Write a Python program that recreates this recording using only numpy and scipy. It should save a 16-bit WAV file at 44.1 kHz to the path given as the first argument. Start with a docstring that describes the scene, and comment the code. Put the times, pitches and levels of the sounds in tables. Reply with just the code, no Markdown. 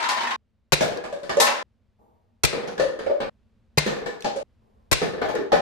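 """An empty drink can clatters on tiles, then a spring toy blaster fires four foam darts close to the microphone.
In a bare tiled room each dart knocks paper cups off a low shelf; they tumble with hollow tocks.
Can, cups and shell are decaying modes plus coloured noise bursts, carried by reflections and a diffuse tail.
Five short moments follow each other with hard splices, so the ringing of the room stops at each splice."""
import sys
import numpy as np
from scipy import signal
from scipy.fft import rfft, irfft
from scipy.io import wavfile
from scipy.ndimage import uniform_filter1d

SR = 44100
rng = np.random.default_rng(int(sys.argv[2]) if len(sys.argv) > 2 else 0)


def file_out(sig):
    """Save sig as 16-bit WAV at sys.argv[1]."""
    # one column per channel
    cols = np.atleast_2d(sig).T
    # limit, then scale
    lim = np.clip(cols, -1, 1)
    pcm = np.round(lim * 32767).astype(np.int16)
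    wavfile.write(sys.argv[1], SR, pcm)


N = 247401
RING = np.arange(27000) / SR  # time axis of one hit, s
TOP_HZ = 14450  # the recorder passes nothing above this

# splices that bound the five moments [t/s]
SPLICE_TIMES = [0, .363, 1.630, 3.298, 4.432, 5.7]
# reverberation of the room [f/Hz, t60/s]
ROOM_DECAY = [(100, 0.42), (400, 0.99), (1100, 0.82), (2800, 0.57), (6000, 0.43), (13000, 0.037)]
# outline of the quiet room tone [f/Hz, relative density/dB]
ROOM_TONE_COLOUR = [(25, -10.5), (65, -1), (110, -4.5), (170, -17), (222, -4), (280, -22), (480, -21.5),
                    (750, -29), (1600, -34), (4000, -40.5), (14000, -59.5)]
# room tone in each of the five moments [level/dB]
ROOM_TONE_LEVELS = [-70.5, -68, -65, -62, -61]

# the can strikes the tiles hard [t/s, crack level/dB, crack treble/dB, ring level/dB, favoured mode f/Hz]
CAN_STRIKES = [(0.025, -28.5, -12, -32.5, 1030), (.087, -23, -2, -29.5, 1020),
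               (0.115, -31, -7.5, -28.5, 980), (.232, -30, -16, -29.5, 1040), (1.4, -14.5, 7.5, -16.5, 815),
               (1.468, -21, -11, -21, 860)]
# between strikes it chatters from end to end [start t/s, end t/s, ring level/dB, fading/(dB/s)]
CAN_CHATTER = [(0, 0.366, -28.5, 3), (1.421, 1.63, -32, 72.5)]
# modes of the thin can [f/Hz, level/dB, t60/s]
CAN_METAL_MODES = [(244.9, -16.5, 0.53), (692, -12.5, .12), (834.7, -7.5, 0.23), (944, 0.5, 0.059),
                   (1014, -7.5, 0.52), (1088, -2, 0.21), (1310, -4, 0.098), (1430, -9, 0.29),
                   (1650, -4.5, 0.019), (1797, -4, 0.2), (2055, -8, 0.14), (2286, -8, 0.087),
                   (2684, -9, 0.096), (3130, -13, 0.1), (3610, -14.5, .06), (3840, -9, 0.077),
                   (4860, -18, 0.06), (5160, -19, 0.055)]
# colour of the can's crack [f/Hz, level/dB]
CAN_CRACK_COLOUR = [(50, -34), (130, -19.5), (250, -8.5), (500, -11.5), (900, 3.5), (1600, 4), (2600, 0),
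                    (4500, 0.5), (7000, -3.5), (10000, -9), (14500, -18)]
# chatter contacts are dull: crack against ring in dB, crack treble in dB, favoured mode in Hz
CHATTER_CRACK_DB, CHATTER_TREBLE_DB, CHATTER_HZ = 0, -15, 950
# cups and can lie slightly to the left, each contact its own way (left minus right, dB)
TARGET_PAN_DB, PAN_SCATTER_DB = 1.5, 1.5

# shots [t/s, catch level/dB, plunger stroke/s, slam level/dB, shell treble/dB, lag of right channel/s]
SHOT_LIST = [(0.7241, -12.5, .011, -11, 1.5, .0055), (2.4362, -12.5, .012, -13.5, 3.5, -.003),
             (3.7736, -23, .0072, -11, -1.5, -.0004), (4.9156, -16, 0.012, -11.5, 3, .003)]
# colour of the blaster's plastic shell [f/Hz, level/dB]
SHELL_COLOUR = [(150, -18.5), (300, -9), (500, 0), (900, -6), (1400, -2), (1850, -3.5), (2500, -1),
                (3100, -9), (4000, -4.5), (6000, -10), (8000, -11), (10500, -17), (14000, -21)]
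# panel modes of the shell [f/Hz, level/dB, t60/s]
SHELL_PANEL_MODES = [(1100, 6.5, 0.032), (1620, -11.5, 0.036), (2130, 4, 0.053), (2463, -1, 0.11),
                     (2760, 0, 0.022), (3630, -7.5, 0.054), (4030, -6, 0.087), (4258, -6, 0.03)]
# air in barrel and plunger tube, and a low boom that lingers in the room [f/Hz, level/dB, t60/s]
BARREL_MODES = [(63, -5.5, 0.088), (150, 2.5, 0.062), (150, -19.5, 0.58), (504.3, 3, 0.023),
                (616, -4, 0.0082), (880, 3, 0.012)]
# the air pops part way through the stroke, the slam ends it; the dart leaves with a snap
POP_SHARE, POP_DB, SNAP_DB, BLASTER_PAN_DB = .48, -14, -19, 3
# the catch snaps at once, the slam is a longer push (t60 s, rise s)
CATCH_RING_S, CATCH_RISE_S, SLAM_RING_S, SLAM_RISE_S = .022, .003, .029, .0042

# a dart strikes a cup on the shelf [t/s, hollow level/dB, hollow f/Hz, rim tick level/dB]
DART_STRIKES = [(.808, -18, 654, -28), (2.529, -24.5, 480, -57), (3.863, -21, 461, -33),
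                (5.017, -20.5, 465, -34.5)]
# a cup's cavity and base [multiple of hollow f, level/dB, share of ring t60]
CUP_CAVITY_MODES = [(0.699, -15, 0.58), (.86, -5.5, 0.86), (1.001, 2.5, 1), (1.13, -8, 0.4),
                    (1.42, -18.5, 0.51)]
# flexing of the paper wall [f/Hz, level/dB, t60/s]
PAPER_WALL_MODES = [(674, -2.5, 0.037), (814.5, 0.5, 0.049), (1040, -3.5, 0.023), (1215, -1.5, 0.017),
                    (1510, 0, 0.02), (1740, 2, 0.029), (2220, -10, 0.028), (2330, -17, 0.025),
                    (2885, -24.5, 0.0067)]
# colour of the paper's crunch [f/Hz, level/dB]
PAPER_COLOUR = [(100, -40.5), (250, 1.5), (450, -4), (800, 1.5), (1200, 0.5), (1750, -4), (2600, -7.5),
                (4500, -9.5), (9000, -39.5)]
# colour of the rim's tick [f/Hz, level/dB]
RIM_COLOUR = [(400, -37), (1000, -9.5), (2200, 4.5), (4200, 2), (6000, 0.5), (8500, -6), (11000, -11.5),
              (14500, -26)]
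# thump of what the cup meets [f/Hz, level/dB]
THUMP_COLOUR = [(30, -24), (70, -14.5), (130, -3.5), (200, 2.5), (300, -3.5), (420, -2.5), (700, -1),
                (2000, -54.5)]
# the soft dart dents the wall, thumps the shelf and damps the hollow (dB against the hollow, t60 s)
DART_WALL_DB, DART_THUMP_DB, DART_RING_S = -7, -7, .015
# then the cup is shoved against its neighbour (s after the dart, dB against the first knock)
SHOVE_S, SHOVE_DB = .014, -6
# then it wobbles on the shelf; gap and pitch are nominal, each dull bump is weaker than the last
WOBBLE_GAP_S, WOBBLE_HZ, WOBBLE_RING_S = .052, 475.6, .051
WOBBLE_DB, WOBBLE_LOSS_DB = -30, 1
WOBBLE_WALL_DB, WOBBLE_THUMP_DB = -9, -6.5  # against the hollow

# small dry clicks of the blaster's plastic as the hand shifts [t/s, level/dB]
PLASTIC_CLICKS = [(.973, -40.5), (4.206, -42.5), (4.223, -38), (5.352, -39.5)]
# their colour [f/Hz, level/dB]
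CLICK_COLOUR = [(400, -34), (1200, -8), (2500, -3.5), (5200, 2.5), (8000, -8.5), (14000, -19.5)]

# a falling cup lands: base hollow, side papery, rim a tick
# [t/s, hollow level/dB, hollow f/Hz, paper wall level/dB, rim tick level/dB]
CUP_LANDINGS = [(1.039, -42, 642, -34.5, -45.5), (1.126, -27.5, 575, -44, -46),
                (1.232, -34.5, 548, -41.5, -47.5), (1.294, -30, 650, -24.5, -33.5),
                (1.370, -13, 565, -38, -34), (2.675, -34, 478, -36.5, -43.5),
                (2.779, -40, 497, -31.5, -41.5), (2.797, -16, 538, -25.5, -33),
                (2.895, -29.5, 530, -51, -70), (2.990, -34, 446, -35, -49),
                (3.063, -19.5, 557, -34.5, -49.5), (3.098, -17.5, 574, -41, -59),
                (3.203, -25.5, 552, -28, -49), (4.06, -30, 474, -29.5, -41), (4.245, -25, 580, -23, -32.5),
                (4.361, -24, 554, -44, -44), (5.216, -27, 451, -25, -45.5), (5.252, -26, 616, -39, -48),
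                (5.287, -31.5, 848, -30, -44), (5.341, -25, 474, -40.5, -63),
                (5.354, -24, 443, -31.5, -46.5), (5.391, -24, 404, -46, -65), (5.519, -18, 774, -21, -32.5),
                (5.529, -12.5, 553, -20.5, -39.5)]
# ring t60 in s, floor thump against the wall in dB
LANDING_RING_S, LANDING_THUMP_DB = .047, -6
# the cup rocks on its base: nominal first gap, shrink per gap, loss per rebound
REBOUND_GAP_S, REBOUND_SHRINK, REBOUND_LOSS_DB = .03, .78, 10.5

# faint rustle as the blaster is brought up to aim [t/s, level/dB, t60/s]
AIM_RUSTLES = [(1.98, -57.5, 1), (4.599, -64, 4.5)]
# its colour [f/Hz, level/dB]
RUSTLE_COLOUR = [(100, -19.5), (350, 5), (700, -2), (1100, -2), (1600, -34), (5000, -37), (14000, -34)]


def undb(db):
    """Decibels to gain."""
    return 10 ** (np.asarray(db) / 20)


def fade(t60):
    """Exponential decay, 60 dB in t60 seconds, over the length of one hit."""
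    return np.exp(-np.log(1000) * RING / max(t60, 1e-4))


def colour(x, points):
    """Causal minimum-phase filter with the given (f/Hz, level/dB) outline."""
    hz, db = np.transpose(points)
    size = 4096
    log_bins = np.log(np.arange(size // 2 + 1) * SR / size + 1)
    cepstrum = irfft(np.interp(log_bins, np.log(hz), np.log(undb(db))))
    # fold the cepstrum forward in time, so that the filter is causal
    cepstrum[1:size // 2] *= 2
    cepstrum[size // 2 + 1:] = 0
    impulse = irfft(np.exp(rfft(cepstrum)))
    return signal.fftconvolve(np.atleast_2d(x), impulse[None], axes=1)[:, :x.shape[-1]]


def level(x, db):
    """Set the rms of the loudest hundredth of a second."""
    power = uniform_filter1d(np.mean(x ** 2, axis=0), SR // 100)
    return x * undb(db) / np.sqrt(power.max())


def add(out, x, t, pan_db=0, lag=0, after=0):
    """Mix in a sound at t + after; it ends by the first splice past t, fading there within 3 ms."""
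    end = min(N, int(SR * next(s for s in SPLICE_TIMES[1:] if s > t)))
    for channel, side in enumerate((1, -1)):
        start = max(0, int((t + after - side * lag / 2) * SR))
        part = x[channel, :max(0, end - start)]
        samples_left = end - start - np.arange(len(part))
        closing = np.minimum(1, samples_left / (.003 * SR))
        out[channel, start:start + len(part)] += part * closing * undb(side * pan_db / 2)


def ring(modes, pitch=1, scatter_db=0):
    """Decaying sine modes; each blow may weight them a little differently."""
    total = 0
    for hz, db, t60 in modes:
        gain = undb(db + scatter_db * rng.standard_normal())
        total = total + gain * fade(t60) * np.sin(2 * np.pi * hz * pitch * RING)
    return total[None]


def reverb():
    """Diffuse tail for one place in the room: noise bands, the highest treble dying first."""
    hz, t60s = np.transpose(ROOM_DECAY)
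    noise = rfft(rng.standard_normal((2, len(RING))))
    log_hz = np.log(np.arange(noise.shape[1]) * SR / len(RING) + 1)
    tail = 0
    for share, t60 in zip(np.eye(len(hz)), t60s):
        band = noise * np.interp(log_hz, np.log(hz), share)
        tail = tail + irfft(band, len(RING)) * fade(t60)
    return tail * (1 - fade(.006)) / np.sqrt(SR / 20)


def nearby(t60, early_db, spread=.00055):
    """Direct sound up to spread seconds late, and sparse reflections from floor and nearest walls."""
    paths = rng.standard_normal((2, len(RING))) ** 3 * fade(t60)  # cubing makes them sparse
    paths *= undb(early_db) / np.sqrt(np.sum(paths ** 2, axis=1, keepdims=True))
    direct = (rng.random(2) * abs(spread) * SR).astype(int)
    paths[[0, 1], direct] += 1
    return paths


def heard(x, paths):
    """Carry a sound along the room's paths to both channels."""
    return signal.fftconvolve(x, paths, axes=1)[:, :len(RING)]


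def crunch(t60, points, near, tail, rise=.015):
    """Short burst of coloured contact noise: direct and off nearby surfaces, plus a diffuse tail."""
    push = rng.standard_normal((1, len(RING))) * fade(t60) * (1 - fade(rise))
    return colour(heard(push / np.linalg.norm(push), near) + tail, points)


def direction():
    """Left minus right level of one contact among the targets, in dB."""
    return TARGET_PAN_DB + PAN_SCATTER_DB * rng.standard_normal()


def room_tone():
    """Faint low rumble, largely alike in both channels, stepping in level at each splice."""
    moment = np.searchsorted(SPLICE_TIMES, np.arange(N) / SR, side="right") - 1
    shared = rng.standard_normal(N)
    noise = colour(shared + .62 * rng.standard_normal((2, N)), ROOM_TONE_COLOUR)
    return noise / noise.std() * undb(ROOM_TONE_LEVELS)[moment]


def clank(ring_db, favoured_hz, crack_db, treble_db):
    """One contact of the can: a noise crack and thin-metal modes, strongest near the favoured one."""
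    near, tail = nearby(t60=.26, early_db=8), reverb()
    modes = []
    for hz, db, t60 in CAN_METAL_MODES:
        boost_db = 7 * np.exp(-(np.log(hz / favoured_hz) / .11) ** 2)
        modes.append((hz, db + boost_db, t60))
    metal = ring(modes, pitch=1 + .011 * rng.standard_normal(), scatter_db=4.5)
    # so small a shell radiates little bass
    metal = colour(metal, [(60, -25.5), (250, -4), (700, 2.5)])
    crack = crunch(.033, CAN_CRACK_COLOUR, near, undb(9.5) * tail)
    crack = colour(crack, [(2500, 0), (11000, treble_db)])
    return level(heard(metal, near + undb(1) * tail), ring_db) + level(crack, crack_db)


def can(count=7):
    """The empty can strikes the tiles, and chatters from end to end in uneven, fading contacts."""
    out = np.zeros((2, N))
    for t, crack_db, treble_db, ring_db, favoured_hz in CAN_STRIKES:
        add(out, clank(ring_db, favoured_hz, crack_db, treble_db), t, direction())
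    for start, end, db, fading in CAN_CHATTER:
        for k, (late, force_db) in enumerate(rng.uniform(-1.2, 1, (count, 2))):
            after = (end - start) * max(0, k + late / 4) / count if k else 0
            contact = clank(0, CHATTER_HZ, CHATTER_CRACK_DB, CHATTER_TREBLE_DB)
            add(out, undb(db - fading * after + force_db) * contact, start + after, direction())
    return out


def clack(t60, rise, treble_db):
    """One blow on the plastic shell: coloured contact noise over ringing panel modes."""
    tail = colour(reverb(), [(200, .5), (1200, -7.5), (3800, 1), (7000, -2.5), (13000, 5.5)])
    near = nearby(t60=.029, early_db=-1, spread=0)
    contact = level(crunch(t60, SHELL_COLOUR, near, tail, rise), 0)
    panels = level(heard(ring(SHELL_PANEL_MODES, scatter_db=5.5), near + tail), -12)
    return colour(contact + panels, [(2500, .0065), (11000, treble_db)])


def blaster():
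    """The catch snaps, the air pops the dart out, the plunger slams into the shell and rings its panels."""
    out = np.zeros((2, N))
    for t, catch_db, stroke, slam_db, treble_db, lag in SHOT_LIST:
        catch = level(clack(CATCH_RING_S, CATCH_RISE_S, treble_db), catch_db)
        add(out, catch, t, BLASTER_PAN_DB, lag)
        slam = level(clack(SLAM_RING_S, SLAM_RISE_S, treble_db), slam_db)
        add(out, slam, t + stroke, BLASTER_PAN_DB, lag)
        air = nearby(t60=.016, early_db=-10.5, spread=0) + undb(-13.5) * reverb()
        barrel = colour(ring(BARREL_MODES), [(20, -42.5), (70, .5)])
        pop = level(heard(barrel, air), POP_DB)
        # the snap is a bare impulse, so the paths themselves are its sound
        snap = level(colour(air, [(200, -2.5), (1500, -.5), (4000, -9.5), (12000, -19)]), SNAP_DB)
        add(out, pop + snap, t + POP_SHARE * stroke, BLASTER_PAN_DB, lag)
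    return out


def hollow(hz, t60, tail):
    """The tock of a cup's cavity; its air takes a few cycles to swing up."""
    modes = [(ratio * hz, db, share * t60) for ratio, db, share in CUP_CAVITY_MODES]
    cavity = ring(modes) * (1 - fade(.031))
    return level(heard(cavity, nearby(t60=.24, early_db=7.5) + undb(1) * tail), 0)


def knock(tail, hz, t60, hollow_db, wall_db, thump_db, rim_db=None):
    """A knock rings the hollow, flexes the paper wall and may tick the rim, far enough off to be mostly room."""
    near = nearby(t60=.37, early_db=10.5)
    flex = ring(PAPER_WALL_MODES, pitch=1 + .028 * rng.standard_normal(), scatter_db=6)
    # the wall both rings and crunches as it dents; the crunch's tail has its channels swapped
    wall_ring = level(heard(flex, near + undb(8) * tail), -.4)
    wall_dent = level(crunch(.048, PAPER_COLOUR, near, undb(9) * tail[::-1]), -4.8)
    sound = undb(hollow_db) * hollow(hz, t60, tail)
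    sound += level(wall_ring + wall_dent, wall_db)
    sound += level(crunch(.024, THUMP_COLOUR, near, tail), thump_db)
    if rim_db is not None:
        sound += level(crunch(.0018, RIM_COLOUR, near, undb(13) * tail), rim_db)
    return sound


def dart_hits(count=3):
    """The dart thumps a cup and shoves it into its neighbour; it wobbles a few times on the shelf."""
    out = np.zeros((2, N))
    for t, db, hz, rim_db in DART_STRIKES:
        for after, softer_db in [(0, 0), (SHOVE_S, SHOVE_DB)]:
            pitch_hz = hz * (1 + .061 * rng.standard_normal())
            blow = knock(reverb(), pitch_hz, DART_RING_S, db, db + DART_WALL_DB, db + DART_THUMP_DB, rim_db)
            add(out, undb(softer_db) * blow, t + after, direction())
            if after:
                tail = reverb()  # one tail serves all the wobbles
        for k, (late, detune) in enumerate(rng.standard_normal((count, 2))):
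            pitch_hz = WOBBLE_HZ * (1 + .04 * detune)
            bump = knock(tail, pitch_hz, WOBBLE_RING_S, 0, WOBBLE_WALL_DB, WOBBLE_THUMP_DB)
            bump_t = t + WOBBLE_GAP_S * (k + 1 + .12 * late)
            add(out, undb(WOBBLE_DB - k * WOBBLE_LOSS_DB) * bump, bump_t, direction())
    return out


def clicks():
    """The blaster's plastic ticks right at the microphone, with hardly any room."""
    out = np.zeros((2, N))
    for t, db in PLASTIC_CLICKS:
        near = nearby(t60=.068, early_db=-5.5)
        tick = crunch(.0088, CLICK_COLOUR, near, undb(-10) * reverb(), rise=.001)
        add(out, level(tick, db), t)
    return out


def landings(count=2):
    """A cup lands, then rocks in quickening rebounds that only sound its hollow."""
    out = np.zeros((2, N))
    for t, hollow_db, hz, wall_db, rim_db in CUP_LANDINGS:
        tail, after = reverb(), 0
        thump_db = wall_db + LANDING_THUMP_DB
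        add(out, knock(tail, hz, LANDING_RING_S, hollow_db, wall_db, thump_db, rim_db), t, direction())
        for k, (late, detune) in enumerate(rng.standard_normal((count, 2))):
            after += REBOUND_GAP_S * REBOUND_SHRINK ** k * (1 + .1 * np.tanh(late))
            tock = hollow(hz * (1 + .046 * detune), LANDING_RING_S, tail)
            add(out, undb(hollow_db - (k + 1) * REBOUND_LOSS_DB) * tock, t, direction(), after=after)
    return out


def handling():
    """Glove and sleeve brush softly between shots: slowly swelling noise, no diffuse tail."""
    out = np.zeros((2, N))
    for t, db, t60 in AIM_RUSTLES:
        brush = crunch(t60, RUSTLE_COLOUR, nearby(t60=.033, early_db=22), 0, rise=.14)
        add(out, level(brush, db), t)
    return out


def scene():
    """Can, shots and cups over the room tone."""
    return room_tone() + can() + blaster() + dart_hits() + clicks() + landings() + handling()


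def record(dry):
    """The recorder rounds the highest peaks and cuts the top."""
    rounded = .96 * np.tanh(1.064 * dry)
    low_pass = signal.ellip(10, .2, 90, TOP_HZ, fs=SR, output="sos")
    return signal.sosfilt(low_pass, rounded)


dry = scene()
out = record(dry)
file_out(out)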